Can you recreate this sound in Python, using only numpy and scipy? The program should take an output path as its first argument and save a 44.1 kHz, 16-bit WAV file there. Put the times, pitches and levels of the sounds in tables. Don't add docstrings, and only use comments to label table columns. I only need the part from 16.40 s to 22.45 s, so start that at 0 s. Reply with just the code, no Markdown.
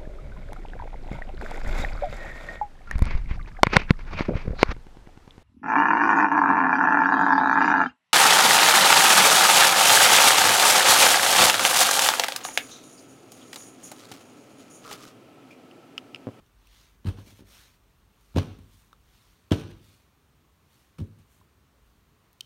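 import sys
import numpy as np
from scipy import signal
from scipy.fft import rfft, irfft, next_fast_len
from scipy.io import wavfile
from scipy.ndimage import uniform_filter1d

SR = 44100
rng = np.random.default_rng(int(sys.argv[2]) if len(sys.argv) > 2 else 0)


def volts_from_db(level):
    exponent = np.asarray(level, float) / 20
    return 10 ** exponent


def inscribe(sig):
    pcm = np.round(np.clip(np.atleast_2d(sig).T, -1, 1) * 32767)
    wavfile.write(sys.argv[1], SR, pcm.astype(np.int16))


N = 267025

# (frequency [Hz], density [dB per Hz])
AIR_COLOUR = [(47, -20), (80, 2.5), (329, -11), (429, -10.5), (458, -14.5), (761, -17), (1110, -14),
              (1610, -20), (3340, -25.5), (15700, -29.5)]
# (time [s], level [dB])
TABLE_SWAYS = [
    (2.24, -59),
    (3.34, -58),
    (4.85, -70),
    (5.48, -59),
]
# (time [s], ring level [dB], first ring [Hz], second ring [Hz], click level [dB])
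NAIL_TICKS = [
    (.063, -60.5, 5900, 3700, -72),
    (0.272, -54, 2700, 5840, -55),
    (1.811, -70, 3060, 6000, -61),
    (2.5301, -47, 1300, 1176, -60),
    (2.5296, -53.5, 3700, 5600, -66),
    (5.0135, -57.5, 1020, 1080, -71),
    (5.9305, -63, 11700, 14000, -54.5),
]
# (frequency [Hz], t60 [s])
ROOM_DECAY = [(150, 0.62), (400, 0.53), (1000, 0.52), (3500, 0.63), (7000, 0.51), (13000, 0.39)]
# (start [s], length [s], rising share [0-1], level [dB], fibre gain [dB])
PAPER_RUBS = [(0.184, 0.38, 0.46, -64, -7), (0.752, 0.13, 0.31, -68, -4), (.84, .14, 0.27, -61.5, -3),
              (.95, 0.084, 0.4, -65.5, -3.5), (1.044, 0.33, 0.206, -60, -3.5),
              (1.694, 0.54, 0.25, -76, -1.5), (2.23, 0.32, .3, -70.5, -0.5),
              (2.582, 0.56, 0.3, -70.5, -3.5), (3.361, 0.33, 0.25, -68.5, -2.5),
              (4.218, 0.34, 0.35, -73.5, -1), (4.779, 0.072, .2, -74, -15), (4.86, 0.2, 0.29, -75, 2)]
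# (frequency [Hz], density [dB per Hz])
SCUFF_COLOUR = [(300, -5.5), (900, -2), (2800, 0), (4200, 1), (6500, -1.5), (9000, -25)]
# (frequency [Hz], density [dB per Hz])
FIBRE_COLOUR = [(4500, -23), (7000, 0.5), (10500, 1), (16000, -5.5)]
# (time [s], level [dB], length [ms])
AIR_BURSTS = [(0.645, -50.5, 9.9), (0.657, -46, 15.6), (0.668, -43, 12.7), (.684, -44.5, 18.3),
              (0.772, -54, 20), (0.786, -56.5, 20), (.882, -57, 11.5), (.99, -55, 15), (1.941, -54.5, 12),
              (1.954, -49, 17), (1.9598, -35.5, 7.1), (1.9699, -29, 8.5), (1.982, -28.5, 9.4),
              (1.995, -54, 7), (2.187, -54.5, 4.8), (3.1088, -35.5, 13.4), (3.12, -17.5, 3.15),
              (3.13, -33.5, 10.1), (3.14, -47, 14), (3.301, -56, 6), (3.309, -50, 3.6),
              (4.5833, -48.5, 13.6), (4.601, -52.5, 6.4), (4.615, -56, 3.3), (4.786, -64.5, 14)]
# (frequency [Hz], density [dB per Hz])
SLAP_COLOUR = [(290, -23.5), (500, 0.5), (638, -5.5), (1290, -11), (1650, -12), (1850, -19), (2970, -16),
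               (5430, -22.5), (7780, -35), (8720, -38.5), (15500, -44)]
# (frequency [Hz], density [dB per Hz])
HISS_COLOUR = [(2500, -47), (5500, -11), (9000, 1.5), (16000, -13)]
# (time [s], landing level [dB], peeling level [dB])
LANDING_HISS = [
    (.6, -13.5, -19),
    (1.9, -19, -4.5),
    (3.05, -17.5, -8.5),
    (4.5, -11.5, -2),
]
# (frequency [Hz], width [Hz], level [dB])
BLOCK_RINGS = [(6000, 420, -1), (9200, 220, -1.5), (13800, 200, 7.5)]
# (time [s], force [dB], softness [ms])
LANDING_PUSHES = [(0.6515, -19.5, 0.62), (0.6606, -28.3, 0.38), (0.6645, -9.6, 1.43), (0.6699, 0.1, 2.0),
                  (0.6816, -24.0, 0.39), (0.6993, -31.2, 0.17), (1.9466, -12.1, 1.74),
                  (1.9564, -14.9, 1.17), (1.963, -12.6, 0.17), (1.9743, -10.7, 0.54), (1.9814, -14.3, 0.52),
                  (3.1159, -7.8, 0.17), (3.122, -17.2, 0.25), (4.5851, -25.7, 1.27), (4.5921, -19.8, 0.87),
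                  (4.5968, -7.7, 2.0), (4.6051, -15.4, 0.88), (4.6106, -8.5, 1.52), (4.6205, -24.7, 0.39)]
# (time [s], force [dB], softness [ms])
ROCKING_PUSHES = [(0.785, -37, 0.15), (0.871, -46.5, 0.17), (.925, -47.5, 0.12), (.992, -47, .18),
                  (1.006, -41, 0.24), (1.022, -43, 0.12), (1.043, -54, 0.13), (2.101, -24.5, 1.64),
                  (2.189, -34, 0.59), (2.341, -46, 0.89), (3.234, -30, 0.83), (3.311, -34.5, 1.3),
                  (3.47, -38.5, 1.9), (4.788, -39, 0.91), (5.0, -50.5, 0.48)]
# (frequency [Hz], level [dB], t60 [s], side of the node line [+1 or -1])
TABLE_MODES = [(45.5, -13.5, 0.28, 1), (60.4, -34.8, 0.8, -1), (86.7, 10.5, 0.09, -1),
               (95.5, 8.3, 0.086, 1), (100.4, -18.7, 0.688, 1), (109.0, -11.6, 0.239, 1),
               (137.5, -20.8, 0.165, -1), (149.6, -29.2, 0.261, 1), (160.3, -37.5, 0.8, 1),
               (176.5, 1.8, 0.029, 1), (182.4, -23.3, 0.182, -1), (197.8, -35.0, 0.79, 1),
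               (220.9, -22.2, 0.287, 1), (244.7, -28.6, 0.351, 1), (261.2, -17.4, 0.132, 1),
               (289.7, -20.9, 0.216, 1), (307.1, -45.8, 0.702, 1), (323.0, -17.6, 0.056, -1),
               (379.4, -7.7, 0.02, 1), (385.0, -13.0, 0.073, -1), (419.1, -20.6, 0.112, -1),
               (448.9, -27.3, 0.159, -1), (532.0, -23.8, 0.115, 1), (543.4, -13.8, 0.037, -1),
               (656.0, -32.3, 0.118, -1)]
# (frequency [Hz], level [dB])
THUD_COLOUR = [(60, -12.5), (100, 28), (160, 24.5), (280, 25.5), (450, 25.5), (700, 6), (1200, -14)]
# (time [s], level [dB])
SNAP_BLOWS = [
    (6.0079, -20),
    (6.0095, -24.5),
    (6.0111, -32),
    (6.0137, -44),
]
# (frequency [Hz], width [Hz], level [dB])
HOUSING_COLOUR = [(3076, 3200, 3.5), (4974, 400, -3), (7670, 540, -3.5), (8960, 1200, 0), (10390, 620, -7)]

AIR_DB = -66
DEEP_HUM_DB, HIGH_HUM_DB = (-64.5, -78), (-83, -73)
CHANGE_S, FADE_S = 2.8, 0.2
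SWAY_S, SWAY_EDGE_DB = 0.14, -21
RING_S, RING_FALLS = 0.035, 0.95
LUMPY_DB = 3
HOLD, EDGE_DB, SAG_DB = 0.42, -17.5, -2
LIFT_S = 0.14
THIN_HZ = 700
TOP_HZ = 15830


def unit(x):
    return x / np.sqrt(np.mean(x ** 2) + 1e-20)


def along(points, hz):
    f, v = np.transpose(points)
    return np.interp(np.log(hz + 1), np.log(f + 1), v)


def fader(rows):
    s, db = np.transpose(rows)
    return volts_from_db(np.interp(np.arange(N) / SR, s, db, -120, -120))


def filtered(x, response):
    m = next_fast_len(len(x) + SR // 4)
    return irfft(rfft(x, m) * response(np.fft.rfftfreq(m, 1 / SR)), m)[:len(x)]


def noise(spectrum, patchy_db):
    z = signal.stft(rng.standard_normal(N), nperseg=512)[2]
    patches = uniform_filter1d(rng.standard_normal(z.shape), size=6, axis=0)
    patches = uniform_filter1d(patches, size=10, axis=1)
    patchy = signal.istft(z * volts_from_db(patchy_db * unit(patches)), nperseg=512)[1][:N]
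    return unit(filtered(patchy, lambda hz: volts_from_db(along(spectrum, hz))))


def grain(size, depth_db):
    return volts_from_db(depth_db * unit(uniform_filter1d(rng.standard_normal(N), size=size)))


def ring(f, hz, width):
    return 1j * f * width / (hz * hz - f * f + 1j * f * width)


def add(track, s, x):
    part = track[round(s * SR):][:len(x)]
    part += x[:len(part)]


def background():
    def hum(before, after):
        return fader([(0, before), (CHANGE_S, before), (CHANGE_S + FADE_S, after), (N / SR, after)])

    sway = np.zeros(N)
    for s, db in TABLE_SWAYS:
        sway += fader([(s - SWAY_S, db + SWAY_EDGE_DB), (s, db), (s + SWAY_S, db + SWAY_EDGE_DB)])
    deep_colour = [(20, -40), (38, -8), (50, 0), (64, -5), (85, -50)]
    high_colour = [(35, -40), (55, -6), (66, 0), (76, -8), (100, -50)]
    deep = (hum(*DEEP_HUM_DB) + sway) * noise(deep_colour, patchy_db=0.6)
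    high = hum(*HIGH_HUM_DB) * noise(high_colour, patchy_db=0.6)
    return volts_from_db(AIR_DB) * noise(AIR_COLOUR, patchy_db=-0.76) + deep + high


def ticks():
    out, t = np.zeros(N), np.arange(SR // 20) / SR
    for s, db, hz, second_hz, click_db in NAIL_TICKS:
        tones = np.sin(2 * np.pi * hz * t) + volts_from_db(-3.0) * np.sin(2 * np.pi * second_hz * t)
        click = volts_from_db(click_db - 60 * t / 0.008) * np.diff(rng.standard_normal(len(t) + 1))
        t60 = RING_S * (1000 / hz) ** RING_FALLS
        add(out, s, volts_from_db(db - 60 * t / t60) * tones + click)
    return out


def room(x):
    out = np.zeros(N)
    tails, lumps = rng.standard_normal((2, 4, SR))
    for k, (start, stop) in enumerate(((0, 1.5), (1.5, 2.8), (2.8, 4), (4, 7))):
        hz, t, z = signal.stft(tails[k], SR, nperseg=256)
        treble = np.clip(hz / 2000, 0, 1)[:, None]
        echoes = LUMPY_DB * unit(lumps[k, :len(t)]) * treble
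        decay = 60 * t / along(ROOM_DECAY, hz)[:, None]
        tail = signal.istft(z * volts_from_db(echoes - decay), SR, nperseg=256)[1]
        part = x[round(start * SR):round(stop * SR)]
        add(out, start + 0.012, signal.fftconvolve(part, tail / np.linalg.norm(tail)))
    return out


def stroke(s, length, rise, db):
    top = s + np.clip(rise, 0, 1) * length
    end = s + length
    return fader([(s, db + EDGE_DB), (top, db), (top + HOLD * (end - top), db + SAG_DB), (end, db + EDGE_DB)])


def rubbing():
    grit = grain(90, 1.8)
    scuff, fine = np.zeros(N), np.zeros(N)
    for *row, fibre_db in PAPER_RUBS:
        envelope = stroke(*row)
        scuff += envelope
        fine += envelope * volts_from_db(fibre_db)
    paper = unit(grit * noise(SCUFF_COLOUR, patchy_db=2.0))
    fibres = unit(grit * noise(FIBRE_COLOUR, patchy_db=-0.5))
    return volts_from_db(1.2) * scuff * paper + volts_from_db(3.3) * fine * fibres


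def slaps():
    shape, clicks, t = np.zeros(N), np.zeros(N), np.arange(SR // 8) / SR
    for s, db, length_ms in AIR_BURSTS:
        burst = volts_from_db(db - 8.7 * 1000 * t / length_ms) * (1 - np.exp(-t / 0.0007))
        add(shape, s, burst)
        add(clicks, s + length_ms / 2000, [np.linalg.norm(burst)])
    fizz = np.zeros(N)
    for s, landing_db, peeling_db in LANDING_HISS:
        fizz[round(s * SR):] = volts_from_db(landing_db)
        fizz[round((s + LIFT_S) * SR):] = volts_from_db(peeling_db)
    crackle = grain(50, 1.7)
    breath = noise(SLAP_COLOUR, patchy_db=1.5) + fizz * noise(HISS_COLOUR, patchy_db=2.0)
    near = filtered(shape * unit(crackle) * breath, lambda f: 1j * f / (THIN_HZ + 1j * f))

    def block(f):
        return 1 + sum(volts_from_db(db) * ring(f, hz, width) for hz, width, db in BLOCK_RINGS)

    body = filtered(clicks, lambda hz: unit(volts_from_db(along(SLAP_COLOUR, hz))))
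    hiss = filtered(fizz * clicks, lambda hz: unit(volts_from_db(along(HISS_COLOUR, hz))))
    return near, filtered(body + hiss, block)


def table():
    force, t = np.zeros(N), np.arange(SR // 20) / SR
    for s, db, soft_ms in list(LANDING_PUSHES) + list(ROCKING_PUSHES):
        push = t * t * np.exp(-1000 * t / soft_ms)
        add(force, s, volts_from_db(db) * push / push.sum())
    hz, db, t60, side = np.transpose(TABLE_MODES)[:, :, None]
    w = 2 * np.pi * hz
    damping = np.log(1000) / t60

    def modes(f):
        jw = 2j * np.pi * f
        return jw * np.sum(side * volts_from_db(db) * w / ((jw + damping) ** 2 + w * w), axis=0)

    boom = volts_from_db(30) * filtered(force, modes)
    return boom, filtered(force, lambda f: volts_from_db(along(THUD_COLOUR, f)))


def snap():
    blows, edges, t = np.zeros(N), np.zeros(N), np.arange(SR // 200) / SR
    for s, db in SNAP_BLOWS:
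        add(blows, s, [volts_from_db(db)])
        add(edges, s, volts_from_db(db - 18.5 - 60 * t / 0.004) * np.diff(rng.standard_normal(len(t) + 1)))
    highpass = signal.cheby1(5, 1, 2720, "high", fs=SR, output="sos")
    thin = signal.sosfilt(highpass, [blows, edges])
    body = filtered(blows, lambda f: volts_from_db(-9) * ring(f, hz=1500, width=1100))
    first = filtered(thin[0], lambda f: volts_from_db(17) * ring(f, hz=3100, width=420))
    treble = filtered(sum(thin), lambda f: volts_from_db(9.5) * ring(f, hz=4300, width=2400))
    return body + first + treble


def scene():
    hard = ticks() + snap()
    air, clicks = slaps()
    boom, thud = table()
    wet = room(thud + volts_from_db(-10) * clicks + volts_from_db(-21.0) * hard)
    return (boom + air + hard + wet + rubbing() + background())[None]


def roll_off(x):
    return signal.sosfilt(signal.butter(12, 16760, fs=SR, output="sos"), x)


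def record(dry):
    def colour(hz):
        bumps = sum(db / (1 + (2 * (hz - fc) / width) ** 2) for fc, width, db in HOUSING_COLOUR)
        return volts_from_db(bumps - 22 * (hz > TOP_HZ))

    return roll_off(filtered(dry[0], colour)[None])


dry = scene()
out = record(dry)
inscribe(out)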